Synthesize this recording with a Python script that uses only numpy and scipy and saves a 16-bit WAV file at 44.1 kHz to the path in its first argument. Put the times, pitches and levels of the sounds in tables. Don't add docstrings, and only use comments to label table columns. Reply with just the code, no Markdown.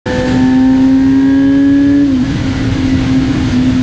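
import sys
import numpy as np
from scipy import signal
from scipy.fft import rfft, irfft, next_fast_len
from scipy.io import wavfile
from scipy.ndimage import uniform_filter1d, map_coordinates

SR = 44100
rng = np.random.default_rng(int(sys.argv[2]) if len(sys.argv) > 2 else 0)


def voltage_ratio(level):
    return 10 ** (np.asarray(level, float) / 20)


def digitize_waveform(pressure):
    field = np.atleast_2d(pressure).T
    bounded = np.clip(field, -1, 1)
    quanta = np.round(bounded * 32767).astype(np.int16)
    wavfile.write(sys.argv[1], SR, quanta)


N = 168462


def unit(x):
    return x / np.sqrt(np.mean(x ** 2) + 1e-20)


def curves(rows):
    time_s, *columns = np.transpose(rows)
    return [np.interp(np.arange(N) / SR, time_s, column) for column in columns]


def wobble(rate_hz):
    coarse = np.arange(0, N + 64, 64)
    knots = rng.standard_normal(400)
    return np.interp(np.arange(N), coarse, map_coordinates(knots, [coarse * rate_hz / SR]))


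def swell(centre_s, length_s):
    return np.exp(-.5 * ((np.arange(N) / SR - centre_s) / length_s) ** 2)


def noise(colour_points, patchy_db):
    z = signal.stft(rng.standard_normal(N + 512), nperseg=512)[2]
    patches = uniform_filter1d(rng.standard_normal(z.shape), size=6, axis=0)
    patches = unit(uniform_filter1d(patches, size=12, axis=1))
    x = signal.istft(z * voltage_ratio(patchy_db * patches), nperseg=512)[1][:N]
    m = next_fast_len(N + 8192)
    hz, db = np.transpose(colour_points)
    log_hz = np.log(np.fft.rfftfreq(m, 1 / SR) + 1)
    colour_db = np.interp(log_hz, np.log(hz + 1), db, left=-120, right=-120)
    return unit(irfft(rfft(x, m) * voltage_ratio(colour_db), m)[:N])


def engine(gain_db):
    # (time [s], frequency [Hz])
    firing = [(.05, 250.9), (.3, 254.4), (.88, 264.6), (1.3, 271.7), (1.45, 274.1), (1.6, 277.6),
              (2.05, 285.1), (2.12, 265.8), (2.215, 245.3), (2.24, 268.8), (2.5, 264.6), (3.0, 262.4),
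              (3.3, 261.5), (3.52, 257.5), (3.54, 246.5), (3.64, 256.4), (3.72, 255.6), (3.82, 255)]
    # (time [s], firing boom [dB], second order [dB], load [dB])
    effort = [(.05, -22, -22.5, 3), (.22, -19.5, -16, 0), (.32, -13, -25, -0.5), (.43, -8.5, -39, -0.5),
              (.57, -7.5, -30.5, -1.5), (.95, -8, -31.5, -2.5), (1.23, -8.5, -46, -1),
              (1.28, -8.5, -30.5, -0.5), (2.025, -8, -28.5, -0.5), (2.07, -12, -35, -8),
              (2.16, -7.5, -44, -22), (2.25, -21.5, -37, -22), (2.6, -18, -40.5, -13),
              (2.95, -13, -34.5, -19.5), (3.22, -11.5, -38.5, -21.5), (3.51, -19.5, -43, -9),
              (3.545, -10, -42, -28), (3.82, -12, -48, -11.5)]
    # (multiple of firing rate [1], level [dB], firing rate at peak [Hz], width [Hz])
    shaft_orders = [(3, -42, 277, 17), (1.5, -30, 270, 46), (2.5, -54, 260, 9.5), (2.75, -57.5, 279, 14),
                    (3, -29, 258.6, 7.4), (3.25, -44, 270, 12), (3.5, -29, 257.8, 12),
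                    (3.5, -37, 271.5, 3.4), (4.25, -41.5, 254, 7.4), (13.5, -46.5, 220, 3),
                    (3, -46, 260, 6), (4, -39, 269, 15), (4.5, -54.5, 281, 10), (5, -44, 283, 8),
                    (5.75, -47, 272, 36), (6, -30.5, 276.3, 14), (6, -42.5, 252, 6), (6.25, -40.5, 277, 22),
                    (6.5, -41.5, 258, 9.8), (6.75, -30.5, 258, 8.5), (7, -31, 253.5, 4.5),
                    (7, -35, 269, 4.3), (7, -47.5, 283, 7.5), (7.25, -53.5, 272, 3.8), (7.5, -44.5, 265, 6),
                    (8, -44, 262, 11), (8.75, -50.5, 281, 4.5), (10.25, -50.5, 260, 5.4),
                    (10.75, -50, 278, 6), (11.25, -42.5, 275.5, 4), (11.75, -46.5, 260, 4.1),
                    (12.25, -45, 253, 2.1), (12.5, -48.5, 273, 4.5), (15.25, -46.5, 258, 5),
                    (15.5, -50, 230, 4), (11.5, -51, 277, 5), (3.75, -49, 271, 9), (7.75, -51, 273, 7.4),
                    (8, -54.5, 277, 10), (8.25, -51.5, 282, 3.4), (9.25, -54.5, 263, 9), (9.5, -51, 260, 5),
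                    (10.75, -54.5, 260, 5), (11, -51, 282, 5), (12.5, -49.5, 282, 4.3), (13, -53.5, 275, 5),
                    (13.25, -55, 261, 7), (13.5, -58, 275, 5)]
    # (multiple of firing rate [1], time [s], length [s], level [dB])
    whines = [(7.5, 2.39, .05, -38), (7.5, 2.51, .03, -37), (7.5, 2.59, .025, -33), (7.5, 2.915, .02, -32),
              (7.5, 2.97, .014, -33), (7.5, 3.05, .04, -39), (2, 2.12, .015, -30), (1, 2.215, .016, -17),
              (7.5, 2.75, .08, -42), (2.5, 3.1, .4, -44), (2.5, 3.7, .1, -43), (3, 3.1, .3, -42),
              (3.25, 2.5, .15, -45), (5.25, 2.55, .12, -44), (5.5, 2.6, .12, -44), (5.5, 3.42, .06, -44),
              (6.25, 2.28, .04, -40), (6.25, 3.1, .3, -43), (6.5, 3.3, .15, -43), (6.5, 3.72, .09, -41),
              (6.75, 3.3, .12, -46), (7, 3.7, .1, -47), (7.5, 3.7, .1, -47), (8, 2.85, .3, -45),
              (8.25, 2.7, .25, -48), (8.5, 3.1, .3, -48), (9, 3.1, .3, -49), (9.5, 3.15, .3, -48),
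              (10.5, 2.9, .15, -47), (10.75, 2.9, .15, -47), (11, 3.5, .3, -46), (11.25, 3.7, .1, -48),
              (11.5, 3.35, .12, -46), (11.75, 2.9, .15, -47), (12, 2.14, .04, -44), (13, 2.9, .15, -48),
              (13.25, 3.1, .3, -49), (13.5, 3.7, .12, -48), (13.75, 3.6, .15, -47), (14, 2.9, .15, -50),
              (14.5, 3.7, .1, -50)]
    # (frequency [Hz], level [dB])
    roar_colour = [(300, -45), (500, 9.5), (900, -10.5), (1250, -13), (1750, 15), (2500, -28.5),
                   (3200, -16.5), (6000, -32.5)]

    boom_db, second_db, load_db = curves(effort)
    firing_hz = curves(firing)[0] + .25 * wobble(15)
    phase = 2 * np.pi * np.cumsum(firing_hz) / SR
    coasting = np.clip(-load_db / 10, 0, 1)

    def tone(multiple, db, scatter_rad=.5):
        return np.sqrt(2) * voltage_ratio(db) * np.cos(multiple * phase + rng.normal(0, scatter_rad))

    def order_db(full_load_db, peak_hz, width_hz):
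        skirt_db = 29.5 * np.log10(1 + ((firing_hz - peak_hz) / width_hz) ** 2)
        return full_load_db - skirt_db + 1.73 * load_db

    def comb_db(quarter):
        slope_db = .6 * quarter / 4
        odd_db = 3.5 * (quarter % 2)
        return gain_db - 17.5 - slope_db - odd_db + 2.5 * wobble(6.2)

    boom = tone(1, boom_db + (.4 + 1.8 * coasting) * wobble(25.52))
    second = tone(2, second_db + 1.5 * wobble(12))
    orders = sum(tone(k, order_db(*resonance) + 1.3 * wobble(6)) for k, *resonance in shaft_orders)
    whine = sum(swell(s, length_s) * tone(k, db + 1.3 * wobble(9)) for k, s, length_s, db in whines)
    comb = sum(tone(q / 4, comb_db(q), 2 * np.pi) for q in range(9, 76))
    chain = coasting * tone(4.05, -43.5 + 1.3 * wobble(7.3), 0)

    gulps = 1 + 2 * .21 * np.cos(phase / 2) + 2 * .25 * np.cos(phase / 4)
    roar = unit(noise(roar_colour, patchy_db=1.5) * gulps)
    roar = roar * voltage_ratio(gain_db - 5.5 + 0.39 * load_db)
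    return boom + second + orders + whine + comb + chain + roar


def wind(gain_db):
    # (frequency [Hz], density [dB per Hz])
    rumble_colour = [(12, -45.5), (20, -13.5), (108, -0.5), (215, -9.0), (280, -12.0), (470, -120),
                     (330, -14), (450, -21.0), (900, -64.5)]
    # (frequency [Hz], density [dB per Hz])
    hiss_colour = [(200, -22), (340, -2), (602, -11), (1410, -12.5), (4550, -19.5), (7400, -30),
                   (8800, -43.5), (12000, -60), (15000, -81)]
    # (time [s], buffeting [dB])
    airflow = [(.05, -6.5), (.4, -1), (.9, -1), (1.45, 0), (1.7, -1), (2.1, -1), (2.5, 1), (3.0, 0),
               (3.5, 0), (3.82, -2)]

    gust_db = .25 * wobble(9)
    airflow_db, = curves(airflow)
    rumble = unit(noise(rumble_colour, patchy_db=0.5) * voltage_ratio(0.04 * wobble(7) + gust_db))
    c, w = 304, 22
    hollow = noise([(c - 2 * w, -25), (c - w, -4), (c, 0), (c + w, -6), (c + 3 * w, -25)], patchy_db=2.0)
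    hiss = noise([(150, -30.5)] + hiss_colour, patchy_db=0.68)
    hiss = hiss * voltage_ratio(1.2 * gust_db + 0.44 * wobble(30))
    return voltage_ratio(gain_db) * (voltage_ratio(14 + airflow_db) * rumble + voltage_ratio(5.5 + airflow_db) * hollow + voltage_ratio(5) * hiss)


def wakes():
    # (time [s], length [s], centre [Hz], level [dB])
    gusts = [(0.13, 0.075, 201, -22.5), (0.32, 0.044, 450, -23.5), (2.13, 0.12, 300, -22.5),
             (2.33, 0.044, 283, -19), (3.262, .05, 293, -15), (3.367, 0.028, 660, -33.5),
             (3.35, 0.18, 120, -19.5), (2.66, 0.048, 110, -17.5), (0.36, .06, 181, -21.5),
             (2.66, .04, 410, -29.5), (.33, 0.077, 7000, -45)]
    w = 0.097

    def band(c):
        return [(c * (1 - 2 * w), -30), (c * (1 - w), -5), (c, 0), (c * (1 + w), -5), (c * (1 + 2 * w), -30)]

    return sum(voltage_ratio(db) * swell(s, length_s) * noise(band(hz), patchy_db=0.5)
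               for s, length_s, hz, db in gusts)


def knocks():
    # (time [s], frequency [Hz], peak level [dB])
    hits = [(2.143, 3073, -24), (2.2, 780, -22), (2.238, 650, -22.5), (2.271, 920, -25), (2.571, 1560, -28),
            (2.77, 1660, -21), (2.848, 1420, -21), (2.908, 1400, -29), (2.97, 1440, -22),
            (3.015, 1360, -22), (2.262, 1680, -17), (2.445, 1450, -24), (2.486, 950.7, -27),
            (2.54, 1426, -16), (2.64, 1454, -15), (2.668, 1900, -26)]
    t60_s, attack_s = 0.044, .002
    total = np.zeros(N)
    for s, hz, db in hits:
        t = np.maximum(np.arange(N) / SR - s, 0)
        total += voltage_ratio(db - 60 * t / t60_s) * np.sin(2 * np.pi * hz * t) * (1 - np.exp(-t / attack_s))
    return total


def scene():
    # (time [s], level [dB])
    gain = [(0.08, -29.5), (0.2, -28), (0.24, -31), (0.31, -28.5), (0.42, -32), (0.72, -36), (0.81, -33.5),
            (0.91, -36.5), (1.1, -36), (1.5, -38), (2.04, -36.5), (2.19, -35), (2.3, -31), (2.8, -31),
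            (3.27, -30.5), (3.53, -29.5), (3.58, -31), (3.8, -30.5)]
    gain_db, = curves(gain)
    return (engine(gain_db) + wind(gain_db) + wakes() + knocks())[None]


def housing(x):
    # (centre [Hz], width [Hz], lift [dB])
    resonances = [(1157, 114, -4.5), (2590, 140, -1), (3270, 330, 0.5), (5380, 87, -2), (6370, 390, 2.5),
                  (8200, 330, -2)]
    hz = np.fft.rfftfreq(N, 1 / SR)
    lift_db = sum(db * np.exp(-.5 * ((hz - c) / w) ** 2) for c, w, db in resonances)
    return irfft(rfft(x) * voltage_ratio(lift_db), N)


def levelled(x):
    slow_s, fast_s, squeeze = 0.28, 0.057, 0.27

    def power(window_s):
        size = int(window_s * SR)
        return np.abs(uniform_filter1d(uniform_filter1d(x ** 2, size=size), size=size)) + 1e-6

    return x * (power(slow_s) / power(fast_s)) ** (squeeze / 2)


def low_pass(x):
    return signal.sosfilt(signal.butter(12, 15100, fs=SR, output="sos"), x)


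def record(dry):
    start_s, fade_s = 0.056, 0.0075
    ceiling, knee = 0.86, 9
    x = levelled(housing(dry))
    x = x * np.clip((np.arange(N) / SR - start_s) / fade_s, 0, 1)
    x = x / (1 + np.abs(x / ceiling) ** knee) ** (1 / knee)
    return low_pass(x)


dry = scene()
out = record(dry)
digitize_waveform(out)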